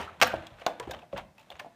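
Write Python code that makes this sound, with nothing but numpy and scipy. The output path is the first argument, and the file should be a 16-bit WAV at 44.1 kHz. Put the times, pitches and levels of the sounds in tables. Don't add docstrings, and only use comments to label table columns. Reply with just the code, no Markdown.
import sys
import numpy as np
from scipy import signal
from scipy.fft import rfft, irfft, next_fast_len
from scipy.io import wavfile

SR = 44100
rng = np.random.default_rng(int(sys.argv[2]) if len(sys.argv) > 2 else 0)


def to_wav(sig):
    pcm = np.clip(np.atleast_2d(sig), -1, 1) * 32767
    pcm = np.round(pcm).astype(np.int16)
    wavfile.write(sys.argv[1], SR, pcm.T)


def voltage_ratio(level):
    return 10 ** (np.asarray(level, float) / 20)


N = 77175
LEAD = 4410
LENGTH = N + LEAD

# hz, level_db
AIR_SPECTRUM = [(15, -35.5), (25, -8), (153, -1), (451, -13.5), (714, -15.5), (2840, -25), (4610, -25),
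                (14800, -35.5), (16000, -42)]
# hz, t60_s
ROOM_DECAY = [(150, 0.36), (600, 0.42), (2000, 0.46), (5000, 0.27), (12000, 0.22)]
# hz, level_db
WALL_SPECTRUM = [(100, 5), (340, 3.5), (430, -6.5), (530, 1), (1000, -7), (4000, -3.5), (12000, -4)]
# start_s, peak_db, pitch_hz
TABLE_BUMPS = [(-.005, -36, 124), (0.021, -38.5, 122), (.070, -48, 71), (0.109, -43.5, 140),
               (.170, -45, 129), (0.191, -43, 180), (0.222, -24, 194), (0.267, -36, 129), (0.334, -28, 80),
               (0.389, -42, 149), (0.517, -37, 78.6), (.630, -50, 198), (0.809, -37.5, 81.6),
               (0.869, -31, 106.5), (0.951, -38, 160), (1.130, -31.5, 108.6), (1.169, -35.5, 74),
               (1.200, -40, 159.5), (1.220, -39, 128.5), (1.299, -54, 129), (1.460, -52, 149),
               (1.525, -46, 120), (1.590, -50.5, 171)]
# time_s, strain_db
STRAIN = [(0, -42), (.17, -51.5), (.3, -42), (.45, -44.5), (0.562, -52.5), (.61, -46.5), (0.661, -46.5),
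          (.78, -54.5), (0.899, -43), (1.04, -56), (1.08, -68.5), (1.189, -36), (1.298, -82), (1.359, -65),
          (1.4, -54), (1.481, -57.5), (1.549, -49.5), (1.75, -63.5)]
# hz, level_db
GRIT_SPECTRUM = [(150, -40), (600, -1), (1200, -8), (2600, -13), (4000, -18), (4800, -31.5), (6600, -30.5),
                 (15000, -48)]
# pitch_hz, level_db, t60_s
SHELL_MODES = [(508, -15.5, 0.3), (790, -2.5, 0.082), (894, -6, 0.21), (1182, -0.5, 0.098),
               (1335, -2.5, 0.11), (1585, -4.5, 0.13), (2000, -17, 0.12), (2180, -21, 0.05),
               (2524, -13.5, 0.16), (4170, -20.5, 0.086), (4240, -14.5, 0.043), (5380, -12, 0.048),
               (5600, -18, 0.11), (6550, -29, 0.31)]
# start_s, peak_db, tilt_db_per_octave
SHELL_BLOWS = [
    (0.2147, -14, 4.5),
    (.2203, -13.5, 3),
    (.2246, -10, -1.5),
    (.2300, -12.5, 1),
    (0.2438, -21, 1.5),
    (.2675, -25.5, 2.5),
]
# start_s, peak_db, pitch_hz, t60_s
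DOME_POPS = [(0.2258, -12.5, 699, 0.034), (0.334, -24.5, 797, 0.046), (0.339, -16, 654, 0.04),
             (0.515, -49, 692, 0.2), (0.617, -37, 676, 0.056), (0.6648, -12, 726, 0.024),
             (0.680, -20, 760, 0.0092), (.685, -24.5, 790, 0.02), (.696, -28, 604, .03),
             (0.706, -27.5, 698, 0.024), (0.8, -32, 994, 0.093), (0.8755, -27.5, 350, 0.031),
             (.876, -34, 784, 0.024), (0.896, -28.5, 528, 0.05), (0.915, -28.5, 729, 0.036),
             (0.939, -36, 633, 0.11), (1.028, -40.5, 708, 0.066), (1.1305, -25.5, 574, 0.096),
             (1.179, -30, 913, 0.043), (1.382, -50, 886, 0.15), (1.502, -38.5, 756, 0.05),
             (1.514, -42.5, 578, 0.087), (1.599, -37, 1059, 0.06), (1.614, -38.5, 610, 0.077),
             (1.646, -34, 744, 0.027), (1.66, -37, 690, 0.066)]
# start_s, peak_db, pitch_hz, t60_s
RIM_TWANGS = [(-.002, -29, 947, 0.098), (0.000, -36, 238, 0.082), (.002, -32, 1391, 0.12),
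              (.005, -37, 401, 0.24), (.033, -35, 910, 0.046), (0.075, -34.5, 1345, 0.063),
              (0.091, -35.5, 1330, 0.027), (0.214, -29.5, 235.3, 0.28), (.266, -24.5, 1637, 0.089),
              (0.299, -31, 1546, 0.31), (0.337, -32.5, 325, 0.166), (0.411, -44, 226, 0.15),
              (.664, -32, 338, 0.14), (0.6654, -23.5, 1058, .05), (.670, -31, 481, .08),
              (0.708, -40, 278, 0.14), (0.799, -29.5, 468.5, 0.14), (1.140, -41, 291, 0.16),
              (1.663, -45.5, 250, 0.071)]
# start_s, peak_db, pitch_hz, t60_s
RIB_PINGS = [(0.4685, -38.5, 3365, 0.015), (0.6646, -25.5, 3520, 0.015), (0.668, -28, 1478, .04),
             (0.8, -41, 1766, 0.07), (.912, -38.5, 1570, 0.053), (.913, -31.5, 3650, 0.018),
             (.944, -42, 3180, .02), (.988, -47, 2900, 0.017), (1.020, -48.5, 2600, .03),
             (1.381, -47, 2600, 0.026), (1.400, -56, 2610, 0.035), (1.5025, -34, 3506, 0.0089),
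             (1.5022, -44.5, 4204, 0.009), (1.522, -41, 2800, .02), (1.566, -57, 6700, 0.016),
             (1.597, -35, 1756, .04)]
# hz, level_db
SHEET_SPECTRUM = [(290, -40), (520, -8), (760, -1.5), (2600, -10.5), (4200, -19.5), (7750, -30),
                  (11000, -37.5), (15000, -36)]
# start_s, peak_db,
# tilt_db_per_octave, burst_s, bright_hz
SHARP_SNAPS = [(-.030, -11, 0, 0.017, 1350), (0.2005, -33, 2.5, 0.0052, 1000),
               (0.2146, -5, 2.5, 0.0015, 2818), (0.2175, -9, 1, 0.0021, 3336),
               (0.2195, -9, 0, 0.003, 2605), (0.2243, -4.5, 2.5, 0.002, 5300),
               (0.2274, -12, 4, 0.0028, 2516), (0.2308, -10.5, 2, 0.0029, 5600),
               (0.2363, -18.5, -3, 0.002, 1207), (0.2454, -24, 3, 0.0049, 3915),
               (0.2705, -22, 16.5, 0.0035, 14340),
               (0.468, -37, 3, 0.0029, 6200), (0.619, -37, -3.5, 0.0026, 2380),
             (0.664, -14, 2.5, 0.0014, 6250), (0.7982, -27, 3, 0.0029, 7900),
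             (0.9103, -30, 5.5, 0.0056, 6260), (1.1271, -37, -2.7, 0.0087, 3000),
             (1.1714, -31, -1, 0.018, 3390), (1.177, -29, 2.5, 0.0031, 4070),
             (1.3810, -42.5, 5, 0.00393, 2600), (1.502, -44, 7, 0.0046, 3770),
             (1.516, -39.5, 0.5, 0.0077, 2830), (1.5547, -39.5, -0.1, 0.0061, 2650),
             (1.597, -27, 3, 0.006, 2540)]
# start_s, peak_db, tilt_db_per_octave, burst_s
SOFT_CRACKLES = [(0.331, -35, 0, 0.0086), (0.5936, -46, 2, 0.0072), (0.61, -39.5, 0.5, 0.0058),
                 (0.824, -40, -0.5, 0.0047), (0.83, -41.5, -2.5, 0.0075), (0.87, -42, -4, 0.004),
                 (0.906, -38, 3.5, 0.0092), (0.9304, -34, -2, 0.0078), (0.9384, -34.5, -2, 0.0091),
                 (0.964, -45, -1.5, 0.0033), (0.988, -42.5, -0.5, 0.0067), (1.0125, -48.5, -2, 0.0096),
                 (1.028, -48, -4, 0.0058), (1.16, -32.5, -8.5, 0.0055), (1.1882, -37, -9, 0.006),
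                 (1.191, -34, -5.5, 0.0061), (1.391, -49, 5.5, 0.008), (1.406, -48.5, 6, .007),
                 (1.425, -51, 5, .006), (1.5907, -33.5, 1.5, 0.0046)]
# start_s, peak_db, tilt_db_per_octave, burst_s
RUSTLE = [
    (0.000, -31.5, 2, 0.017),
    (0.019, -32, 1, .015),
    (0.038, -38, 0.5, .015),
    (0.253, -28, 1.5, .012),
    (0.269, -28, 4, 0.011),
    (.287, -31, 1.5, .015),
    (0.311, -36, 1.5, .015),
    (0.349, -36.5, -0.5, 0.016),
    (0.671, -31, -0.5, 0.0089),
]

AIR_DB, ROOM_DB = -65, -9
BUMP_DB, BUMP_T60_S, BUMP_RISE_S = -7, 0.1, 0.0035
CREAK_DB, GRAINS_PER_S, GRAIN_SCATTER_DB = -7.5, 3000, 3
SHELL_DAMPING, SHELL_SCATTER_DB, SHELL_RISE_S = 0.42, 2, 0.0003
POP_DB, POP_RISE_S, POP_SIDE_DB = -1.5, 0.00085, -5.5
POP_SPREAD, TWANG_SPREAD = 0.13, 0.07
PITCH_WANDER = 0.004
SNAP_DB, SNAP_RISE_S, SNAP_T60_S = 0.5, 0.0001, 0.026
CRACKLE_HZ, CRACKLE_RISE_S = 3000, 0.003
FIRST_SLIP_GAIN, FIRST_SLIP_S = 2.9, 0.00077
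GRAINY_DB, RIPPLE_DB = 3, 1.5
BRIGHT_GAIN, BRIGHT_Q, TILT_FROM_HZ = 1.4, 5, 900
MIC_LOW_HZ, MIC_TOP_HZ = 49, 15350


def unit(x):
    return x / np.sqrt(np.mean(x ** 2) + 1e-20)


def along(points, hz):
    f, v = np.transpose(points)
    return np.interp(np.log(hz + 1), np.log(f + 1), v)


def coloured(x, points):
    m = next_fast_len(len(x) + 8192)
    gain = voltage_ratio(along(points, np.fft.rfftfreq(m, 1 / SR)))
    return irfft(rfft(x, m) * gain, m)[:len(x)]


def causal(gain):
    cepstrum = irfft(np.log(gain + 1e-6))
    half = len(cepstrum) // 2
    cepstrum[1:half] *= 2
    cepstrum[half + 1:] = 0
    return np.exp(rfft(cepstrum))


def ring(hz, level_db, t60_s, rise_s):
    t = np.arange(SR // 4)[:, None] / SR
    step_rad = np.sqrt(2 * np.pi * PITCH_WANDER * np.abs(hz) / SR)
    drift = np.cumsum(rng.standard_normal((len(t), len(hz))), axis=0) * step_rad
    envelope = voltage_ratio(level_db - 60 * t / t60_s) * (1 - np.exp(-t / rise_s)) ** 2
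    x = (envelope * np.sin(2 * np.pi * hz * t + drift)).sum(1)
    return x / np.abs(x).max()


def add(track, start_s, x):
    part = track[LEAD + round(start_s * SR):][:len(x)]
    part += x[:len(part)]


def still_air():
    return voltage_ratio(AIR_DB) * unit(coloured(rng.standard_normal(N), AIR_SPECTRUM))


def room(x):
    out, step = np.zeros(len(x) + 2 * SR), SR // 8
    for i in range(0, len(x), step):
        hz, t, z = signal.stft(rng.standard_normal(SR // 2 + SR // 4), SR, nperseg=256)
        decay = voltage_ratio(-60 * t / along(ROOM_DECAY, hz)[:, None])
        tail = signal.istft(z * decay, SR, nperseg=256)[1]
        wet = signal.fftconvolve(x[i:i + step], tail / np.linalg.norm(tail))
        out[i + 130:][:len(wet)] += wet
    return voltage_ratio(ROOM_DB) * coloured(out[:len(x)], WALL_SPECTRUM)


def table_bumps():
    track = np.zeros(LENGTH)
    for start_s, peak_db, pitch_hz in TABLE_BUMPS:
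        modes_hz = pitch_hz * np.array([1, 0.62, 1.45])
        knock = ring(modes_hz, rng.normal(0, 1.2, 3), BUMP_T60_S, BUMP_RISE_S)
        add(track, start_s, voltage_ratio(peak_db + BUMP_DB) * knock)
    return track


def creak():
    at, size, sign = rng.random((3, int(GRAINS_PER_S * LENGTH / SR)))
    grains = voltage_ratio(-GRAIN_SCATTER_DB * np.log(size + 0.03)) * (sign - 0.5)
    slips = np.bincount((at * LENGTH).astype(int), grains, LENGTH)
    time_s, strain_db = np.transpose(STRAIN)
    level_db = CREAK_DB + np.interp((np.arange(LENGTH) - LEAD) / SR, time_s, strain_db)
    return voltage_ratio(level_db) * unit(coloured(slips, GRIT_SPECTRUM))


def shell():
    track = np.zeros(LENGTH)
    hz, mode_db, t60_s = np.transpose(SHELL_MODES)
    for start_s, peak_db, tilt in SHELL_BLOWS:
        scatter, detune = rng.standard_normal((2, len(hz)))
        tones_hz = hz * (1 + 0.0045 * detune) * np.sign(detune)
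        level_db = mode_db + tilt * np.log2(hz / 1000) + SHELL_SCATTER_DB * scatter
        add(track, start_s, voltage_ratio(peak_db) * ring(tones_hz, level_db, SHELL_DAMPING * t60_s, SHELL_RISE_S))
    return track


def beating_modes(rows, spread):
    track = np.zeros(LENGTH)
    side_db = POP_SIDE_DB * np.array([0.12, 1.7, 1.77, 2.28, 2.86])
    for start_s, peak_db, pitch_hz, t60_s in rows:
        jitter = np.r_[0, rng.normal(0, 0.03, 4)]
        ratios = np.exp(spread * np.array([-0.0643, -1, 1, -2.5, 2.5]) + jitter)
        add(track, start_s, voltage_ratio(peak_db + POP_DB) * ring(pitch_hz * ratios, side_db, t60_s, POP_RISE_S))
    return track


def twangs():
    return beating_modes(RIM_TWANGS + RIB_PINGS, TWANG_SPREAD)


def pops():
    return beating_modes(DOME_POPS, POP_SPREAD)


def slip_burst(t, burst_s, rise_s):
    decay = voltage_ratio(-60 * np.maximum(t - burst_s, 0) / SNAP_T60_S)
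    shape = (1 - np.exp(-t / rise_s)) ** 2 * decay
    first = 1 + FIRST_SLIP_GAIN * np.exp(-t / FIRST_SLIP_S)
    grain = np.repeat(rng.standard_normal(128), 16)
    return shape * first * voltage_ratio(GRAINY_DB * grain) * rng.standard_normal(len(t))


def snaps():
    near, around = np.zeros((2, LENGTH))
    t, f = np.arange(2048) / SR, np.fft.rfftfreq(4096, 1 / SR)
    sharp = [(*row, SNAP_RISE_S) for row in SHARP_SNAPS]
    soft = [(*row, CRACKLE_HZ, CRACKLE_RISE_S) for row in SOFT_CRACKLES + RUSTLE]
    for start_s, peak_db, tilt, burst_s, bright_hz, rise_s in sharp + soft:
        burst = slip_burst(t, burst_s, rise_s)
        ripple = np.interp(f, np.linspace(0, SR / 2, 60), rng.standard_normal(60))
        tilt_db = tilt * np.log2(np.maximum(f, TILT_FROM_HZ) / 2500)
        sheet = voltage_ratio(along(SHEET_SPECTRUM, f) + tilt_db)
        damping = 1j * f * bright_hz / BRIGHT_Q
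        mode = 1 + BRIGHT_GAIN * damping / (bright_hz ** 2 - f * f + damping)
        body = causal(sheet * voltage_ratio(RIPPLE_DB * ripple)) * mode
        snap = irfft(rfft(burst, 4096) * body)[:len(t)]
        snap = voltage_ratio(peak_db + SNAP_DB) * snap / np.abs(snap).max()
        even = irfft(causal(sheet))[:len(t)]
        add(near, start_s, snap)
        add(around, start_s + burst_s / 2, even * np.linalg.norm(snap) / np.linalg.norm(even))
    return near, around


def scene():
    near, around = snaps()
    rest = pops() + twangs() + shell() + creak() + table_bumps()
    pack = near + rest + room(around + rest)
    return (pack[LEAD:] + still_air())[None]


def band_limit(x):
    return signal.sosfilt(signal.butter(12, 16530, fs=SR, output="sos"), x)


def record(dry):
    low_cut = signal.butter(4, MIC_LOW_HZ, "highpass", fs=SR, output="sos")
    top_cut = signal.ellip(8, 0.5, 42, MIC_TOP_HZ, fs=SR, output="sos")
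    mix = signal.sosfilt(np.r_[low_cut, top_cut], dry)
    return band_limit(mix)


dry = scene()
out = record(dry)
to_wav(out)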